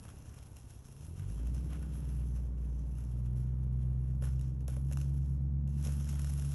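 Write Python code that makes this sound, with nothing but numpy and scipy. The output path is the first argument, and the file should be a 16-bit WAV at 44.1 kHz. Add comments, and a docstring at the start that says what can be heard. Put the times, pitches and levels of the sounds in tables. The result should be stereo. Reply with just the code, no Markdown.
"""A hand-spun canvas turns on a ball-bearing turntable in a garage; it slows, is caught and flung again.
The balls hiss and tick in their race and ring the bearing plates; a gloved hand knocks the wooden frame.
Outside, a lumpy eight-cylinder engine climbs from idle, its low orders and exhaust coming through the
walls. All of it, with the room's air, is heard at the two microphone ports of a phone above the canvas."""
import sys
import numpy as np
from scipy import signal
from scipy.fft import rfft, irfft
from scipy.io import wavfile
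from scipy.ndimage import uniform_filter1d

SR = 44100
rng = np.random.default_rng(int(sys.argv[2]) if len(sys.argv) > 2 else 0)


def transcribe(u):
    """Save the signal u as a 16-bit wav file named by the first command-line argument.

    u: samples, shape (n,) or (channels, n), limited to [-1, 1]; the rate is SR.
    q: integer samples, one column per channel.
    """
    v = np.clip(np.atleast_2d(u).T, -1, 1)
    q = np.round(v * 32767).astype(np.int16)
    wavfile.write(sys.argv[1], SR, q)


N = 288414

# Rings heard in the rolling and ticks: bearing plates, plus the microphone's resonance near 10.6 kHz.
# Each row: pitch in Hz, bandwidth in Hz, relative level in dB.
RING_MODES = [(1481.6, 94, -11), (2757, 150, -1.5), (3199, 250, -6.5), (5399, 300, -8), (6060, 320, -4.5),
              (10587, 900, -5)]


def rolling(grains_per_s=150, spread_db=5.0, rattle_db=-2.5, grain_s=0.00187, flicker_db=2.5):
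    """Balls on a rough race: a hiss with short uneven rattles that ring the plates and the microphone."""
    # Weight of the grind. Each row: time in seconds, lower mids over the hiss in dB.
    grind = [(0, 2.5), (.8, -4), (2.0, 4), (3.0, 1.5), (4.3, 3), (4.42, -2.5), (4.55, 4.5), (5.2, -2),
             (5.9, -1.5), (6.25, -0.5), (6.54, -3.5)]
    chance, size = rng.random((2, N))
    size_db = np.minimum(-spread_db * np.log(size + 1e-9), 9)
    bumps = (chance < grains_per_s / SR) * undb(size_db)
    rattle = signal.lfilter([1], [1, -np.exp(-1 / (grain_s * SR))], bumps) * rng.standard_normal(N)
    rough = level(rattle, rattle_db) + rng.standard_normal(N)
    rings = sum(undb(db + 5.02 * walk(18)) * signal.lfilter(*signal.iirpeak(hz, hz / width, SR), rough)
                for hz, width, db in RING_MODES)
    flutter_db = 1.2 * walk(80) + walk(20)
    roll = level(rough + rings, 1.884) * undb(spin_level() + flutter_db)
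    top = signal.lfilter(*signal.butter(N=2, Wn=8000, btype="high", fs=SR), roll)
    dull = roll * undb(curves(grind)[0] + flicker_db * walk(16))
    bright = roll + (undb(.5 * flicker_db * walk(20)) - 1) * top  # the top flickers on its own
    return body(dull, bright)


def spin_level(rise_s=0.01586):
    """Rolling level in dB: the spin's slow course, plus surges as balls bunch or the glove drags."""
    # The spin dies away, is stopped and flung again. Each row: time in seconds, level in dB.
    course = [(0.0, -66), (1.0, -67.5), (1.6, -65.5), (1.95, -68), (2.3, -73), (2.54, -80), (2.7, -72.5),
              (3.17, -71.5), (3.33, -78.5), (3.9, -79), (4.12, -73), (4.2, -79.5), (4.32, -78), (4.38, -80),
              (4.58, -85), (4.84, -73.5), (5.3, -74), (5.48, -86), (5.66, -85.5), (5.7, -70.5),
              (5.82, -61.5), (6.06, -62), (6.3, -59.5), (6.54, -54)]
    # Each row: crest time in seconds, level in dB, seconds to fall 10 dB.
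    surges = [(.04, -62, 0.2045), (.265, -64, 0.14), (.37, -63, 0.14), (.57, -62.5, 0.03), (.69, -66, 0.12),
              (.86, -63.5, 0.14), (1.03, -62, 0.1041), (1.18, -64, 0.107), (1.29, -64, .1),
              (1.47, -62.5, .06), (1.549, -62, 0.1378), (1.71, -62.5, 0.2129), (1.94, -65, 0.3475),
              (2.1, -65, 0.2), (2.36, -66, 0.0725), (2.46, -69, 0.0142), (2.58, -70.5, .2),
              (2.988, -64.5, 0.09), (3.26, -69.5, 0.0621), (3.368, -65.5, 0.1222), (3.64, -71, 0.03),
              (3.82, -72, 0.11), (4.235, -57.5, 0.1142), (4.425, -64.5, 0.08), (4.62, -73, 0.03),
              (4.7, -59, 0.1041), (4.928, -58, 0.0367), (5.0, -60, 0.1229), (5.18, -66.5, 0.01),
              (5.26, -69.5, 0.11), (5.85, -52.5, 0.21), (6.095, -56, 0.33), (6.199, -55, 0.08)]
    t = np.arange(0, N / SR, .001)
    crest, db, fall_s = np.transpose(surges)[:, :, None]
    surge_db = db - 10 * np.where(t < crest, ((crest - t) / rise_s) ** 2, (t - crest) / fall_s)
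    power = undb(2 * np.interp(t, *np.transpose(course))) + undb(2 * surge_db).sum(axis=0)
    return np.interp(np.arange(N) / SR, t, 10 * np.log10(power))


def ticks(crack_s=0.000946, tail_db=-10, tail_t60=0.043, dull_db=8, ring_db=-12, snap_db=-14):
    """Ball ticks and glove snaps: ringing cracks through the body, their top cutting through the air."""
    # Each row: start in seconds, level in dB, lower-mid offset in dB.
    hits = [(0.0378, -47.5, -7.5), (0.388, -51, -13.5), (0.5675, -47, -15.5), (0.7079, -51, -12.5),
            (1.009, -53, -24.5), (1.4713, -47.5, -10.5), (1.5473, -50, -18), (1.7046, -53.5, -7.5),
            (2.1, -56, -6.5), (3.0061, -54.5, -27.5), (4.223, -46.5, -1), (4.239, -47, -3),
            (4.2533, -45.5, -10.5), (4.3945, -53.5, -27.5), (4.4117, -46, -26.5), (4.6072, -56.5, -21.5),
            (4.6802, -37.5, -9), (4.6995, -48, -19.5), (4.7657, -62.5, 11), (4.8864, -56.5, -19.5),
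            (4.902, -63.5, 6), (4.9138, -48.5, -1.5), (4.9247, -42, -22.5), (4.9321, -42, -16),
            (4.9722, -39, -6.5), (4.987, -49, -15), (5.0016, -48.5, -23.5), (5.014, -40.5, -29),
            (5.676, -54.5, -20), (5.8273, -47, -8), (5.8495, -43.5, -11), (5.872, -40, -22.5),
            (5.9225, -42, -23.5), (5.9992, -47.5, -18.5), (6.0904, -42, -10), (6.0966, -43, -10),
            (6.1276, -46.5, -9), (6.1554, -46, -4), (6.1943, -39, -6.5), (6.2175, -43.5, -17.5),
            (6.2453, -39.5, -9.5), (6.2718, -44.5, -6), (6.2973, -48.5, -6), (6.377, -44, -19),
            (6.3968, -43.5, -20.5), (6.4478, -46, -11), (6.5184, -44, -14.5)]
    t = np.arange(SR // 8) / SR
    hz, width, mode_db = np.transpose(RING_MODES)[:, :, None]
    dull, bright = np.zeros((2, N + len(t)))
    for start, db, low_mid_db in hits:
        span = slice(int(start * SR), int(start * SR) + len(t))
        crack = rng.standard_normal(len(t)) * (np.exp(-t / crack_s) + undb(tail_db) * fade(t, tail_t60))
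        jitter = rng.standard_normal((len(hz), 1))
        decays = undb(mode_db + 4 * jitter) * np.exp(-np.pi * width * t)
        rings = decays * np.sin(2 * np.pi * hz * (1 + .02 * jitter[::-1]) * t)
        tick = undb(db) * (crack + undb(ring_db) * rings.sum(axis=0))
        bright[span] += tick
        dull[span] += undb(low_mid_db + dull_db) * tick
    snap = signal.sosfilt(signal.butter(N=4, Wn=11000, btype="high", fs=SR, output="sos"), bright[:N])
    return body(dull[:N], bright[:N]) + undb(snap_db) * snap


def body(dull, bright, split_hz=3500):
    """The lows of one signal and the highs of another, coloured by table, canvas and microphone port."""
    # Each row: frequency in Hz, relative gain in dB.
    response = [(250, -26.5), (550, -3), (1450, -6), (2000, -11.5), (2750, -10.5), (4000, -13),
                (5000, -9.5), (6100, -10.5), (7500, -7.5), (9000, -4), (10700, -3), (11400, -7.5),
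                (12000, -22), (13000, -42.5)]
    lows = lambda x: signal.lfilter(*signal.butter(N=2, Wn=split_hz, fs=SR), x)
    noise = rng.standard_normal(N)
    treble_gain = colour(noise - lows(noise), response).std()
    return colour(lows(dull) + bright - lows(bright), response) / treble_gain


def knocks(push_s=0.0006, grip_db=2.0):
    """A gloved hand's soft blows ring the wooden frame; each grip shifts its modes a little."""
    # Each row: start in seconds, level in dB, brightness in dB per octave.
    blows = [(4.223, -42, 0), (4.241, -50, 3.5), (4.683, -40, -0.5), (4.77, -46.5, -3.5), (4.913, -47, 2.5),
             (5.864, -43, -3), (5.884, -45, -2), (6.068, -58, 10.5)]
    # Each row: pitch in Hz, relative level in dB, seconds to fall 60 dB.
    frame_modes = [(461, -6, 0.071), (536.7, -1, 0.054), (593.6, -4, 0.0477), (682.6, -6.5, 0.031),
                   (971, -8.5, 0.028), (1403, -10, .02), (1653, -12, .02)]
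    pivot_hz = frame_modes[1][0]
    t = np.arange(SR // 4) / SR
    out = np.zeros(N + len(t))
    for start, db, tilt_db in blows:
        grip = rng.standard_normal(len(frame_modes))
        ring = sum(undb(mode_db + grip_db * shift + tilt_db * np.log2(hz / pivot_hz)) * fade(t, t60)
                   * np.sin(2 * np.pi * hz * (1 + 0.025 * shift) * t)
                   for (hz, mode_db, t60), shift in zip(frame_modes, grip))
        at = int(start * SR)
        out[at:at + len(t)] += undb(db) * ring * (1 - np.exp(-t / push_s))
    return out[:N]


def engine(waver_db=1.0, middle_waver_db=1.94, lump_db=2.5, puff=0.852):
    """Strong orders of the firing rate, weaker eighths that come and go, and a gas puff each firing."""
    # Each row: time in seconds, firing rate in Hz.
    firing = [(0.0, 34.9), (0.3, 35.4), (0.6, 32.1), (0.9, 32.4), (1.0, 35.2), (1.2, 46.5), (1.4, 55.3),
              (1.52, 61.5), (1.74, 64.3), (2.05, 61.4), (2.8, 59.2), (3.05, 60.7), (3.3, 61.5),
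              (3.42, 63.4), (3.9, 63.7), (4.2, 64.8), (4.5, 65.2), (4.74, 64.4), (4.9, 69.1), (5.4, 68.7),
              (5.8, 70.6), (6.54, 70.3)]
    # Orders are multiples of the firing rate.
    loud_orders = [1, 2]
    middle_orders = [1.875, 2.375, 3, 3.125]
    high_orders = [4, 6.125]
    # The main drone. Each row: time in seconds, then the two loud orders in dB.
    drone = [(0.0, -71.5, -62), (0.4, -86, -53.5), (0.95, -70.5, -63), (1.1, -58, -48), (1.22, -51.5, -42),
             (1.3, -39.5, -44), (1.38, -35, -59.5), (1.46, -32.5, -48.5), (1.6, -35, -42.5),
             (1.7, -37, -64.5), (2.0, -39, -54), (2.2, -35.5, -44), (2.4, -36, -45.5), (2.8, -36.5, -58),
             (3.0, -37, -46), (3.3, -35.5, -37.5), (4.3, -35, -36), (4.62, -39, -41.5), (5.0, -35.5, -34.5),
             (5.4, -37.5, -37.5), (5.6, -35, -36.5), (6.2, -35, -40.5), (6.54, -37, -37)]
    # Swells where the walls pass best. 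Each row: time in seconds, then the four middle orders in dB.
    swells = [(0, -75.5, -70.5, -61, -72), (.55, -71, -69.5, -56, -75.5), (1.05, -68.5, -68, -61.5, -69),
              (1.24, -59.5, -66, -46, -67), (1.38, -60.5, -55.5, -60.5, -65.5),
              (1.55, -61, -46.5, -60.5, -62.5), (2.3, -71.5, -46.5, -62.5, -70.5),
              (3.05, -74, -51, -62, -70), (3.4, -56, -52, -51, -73.5), (4.1, -51, -50.5, -55, -75),
              (4.6, -50.5, -52.5, -58, -74), (5.1, -49.5, -56, -55, -59), (5.9, -50.5, -54, -53, -54.5),
              (6.54, -54, -56.5, -62, -58)]
    # Each row: time in seconds, then lumpiness, gas and the two high orders in dB.
    load = [(0, -52, -58, -59.5, -77.5), (.8, -53.5, -62.5, -58.5, -77.5), (1.02, -51, -58, -51, -73.5),
            (1.2, -47, -52.5, -69, -70), (1.6, -41.5, -49.5, -66, -78.5), (2.3, -43.5, -52.5, -80, -84),
            (3, -46.5, -53.5, -73.5, -80), (3.5, -45.5, -55, -66, -65.5), (4.6, -45, -54.5, -63, -71.5),
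            (6.54, -48, -56, -63, -79)]
    # Lumps from unequal cylinders. Each row: order, level in dB relative to the lumpiness.
    uneven = [(0.75, -18), (0.875, -17.5), (1.25, -15.0), (1.375, -20), (1.5, -22.5), (1.75, -13.5),
              (2.125, -14), (2.25, -18.5), (2.5, -17), (2.625, -11), (3.25, -18.5), (3.375, -14),
              (3.625, -24), (4.625, -20)]
    # Exhaust through walls that stop the treble. Each row: frequency in Hz, relative level in dB.
    roar = [(40, -38), (70, -2.5), (150, -2.5), (250, -6), (330, -10), (400, -11.5), (550, -17),
            (1500, -50)]
    roar_top = [(5000, -100)]
    phase = 2 * np.pi * np.cumsum(curves(firing)[0]) / SR
    lumpiness_db, gas_db, *high_db = curves(load)

    def tone(order):
        """One order; whole orders line up into a pulse, the rest start at a random phase."""
        offset = 2 * np.pi * rng.random() * (order % 1 > 0)
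        return -np.sqrt(2) * np.cos(order * phase + offset)

    tones = sum(undb(db + waver_db * walk(9)) * tone(order)
                for order, db in zip(loud_orders + high_orders, curves(drone) + high_db))
    middle = sum(undb(db + middle_waver_db * walk(5)) * tone(order)
                 for order, db in zip(middle_orders, curves(swells)))
    lumps = sum(undb(db + lump_db * walk(1.5)) * tone(order) for order, db in uneven)
    gas = colour(rng.standard_normal(N) * (1 + puff * np.cos(phase)), roar + roar_top)
    return tones + middle + undb(lumpiness_db) * lumps + undb(gas_db) * gas / gas.std()


def garage(air_db=-60):
    """Still air of the room, swelling a little."""
    # Room tone and its top end. Each row: frequency in Hz, relative level in dB.
    air = [(40, -8.5), (70, 2), (140, -9.5), (270, -8.5), (400, -15.5), (900, -18.5), (1500, -29),
           (3000, -40.5)]
    air_top = [(10500, -52), (11800, -90)]
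    return level(colour(rng.standard_normal(N), air + air_top), air_db) * undb(walk(2.5))


def ports(common, apart):
    """Two microphone ports: a common part shifted in phase between them, plus a part for each alone."""
    # Each row: frequency in Hz, share of the power common to both ports.
    likeness = [(60, 1), (170, 1), (300, .72), (600, .35), (1500, .65), (3000, .6), (4700, .65), (5600, .8),
                (7000, .88), (10000, .97)]
    # Each row: frequency in Hz, left minus right in dB.
    balance = [(200, 2), (350, 2.5), (640, 2.5), (1150, .5), (2080, -.5), (6790, -1), (12300, -.5)]
    # Each row: frequency in Hz, lead of the left port in radians.
    lead = [(0, 0), (400, -.1), (850, -1.2), (1400, 0), (2400, .3), (3000, 1), (4000, 1), (4700, 2.8),
            (5300, 5.8), (6300, 6.5), (8200, 8.8), (9100, 8.7), (9700, 9.4), (11700, 12.3), (13000, 12.5)]
    side = np.array([[.5], [-.5]])
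    alike = np.clip(over_hz(likeness, N), 0, 1)
    tilt = undb(side * over_hz(balance, N))
    shifted = rfft(common) * np.sqrt(alike) * np.exp(1j * side * over_hz(lead, N))
    return irfft(tilt * (shifted + np.sqrt(1 - alike) * rfft(apart)), N)


def reflections(x, decay_s=.008, gain_db=-5):
    """Short reflections smear the phase without colouring the sound, opposite at the two ports."""
    t = np.arange(SR // 20) / SR
    echo = rfft(rng.standard_normal(len(t)) * np.exp(-t / decay_s), N)
    return undb(gain_db) * irfft(rfft(x) * echo / np.abs(echo), N) * np.array([[1], [-1]])


def undb(db):
    return 10 ** (np.asarray(db) / 20)


def level(x, rms_db):
    return x * undb(rms_db) / np.sqrt(np.mean(x ** 2))


def fade(t, t60):
    return np.exp(-np.log(1000) * t / t60)


def curves(table):
    """One envelope for each column after the time."""
    times, *columns = np.transpose(table)
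    return [np.interp(np.arange(N) / SR, times, column) for column in columns]


def walk(rate, steps=16):
    """Random levels held 1 / rate seconds and smoothed twice; spread 1."""
    held = np.repeat(rng.standard_normal(int(N / SR * rate) + 2), steps)
    smooth = uniform_filter1d(uniform_filter1d(held, steps), steps)
    return np.interp(np.arange(N) / SR * rate * steps, np.arange(len(smooth)), smooth / smooth.std())


def over_hz(table, size):
    """A (Hz, value) table on the bins of a transform, straight on a log axis."""
    hz, value = np.transpose(table)
    return np.interp(np.log(np.fft.rfftfreq(size, 1 / SR) + 1), np.log(hz + 1), value)


def colour(x, table, size=4096):
    """Causal EQ with the given (Hz, dB) curve, from the folded cepstrum."""
    cepstrum = irfft(np.log(undb(over_hz(table, size))))
    cepstrum[1:size // 2] *= 2
    cepstrum[size // 2 + 1:] = 0
    return signal.fftconvolve(x, irfft(np.exp(rfft(cepstrum))))[:N]


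def scene():
    """Engine, ticks and knocks with their reflections, over a wide bed of rolling and room air."""
    direct = engine() + ticks() + knocks()
    common_bed, *side_beds = [rolling() + garage() for _ in range(3)]
    return ports(direct + common_bed, reflections(direct) + np.array(side_beds))


def record(dry, top_hz=12860):
    """The phone cuts the top."""
    return signal.sosfilt(signal.ellip(8, .2, 70, top_hz, fs=SR, output="sos"), dry)


dry = scene()
out = record(dry)
transcribe(out)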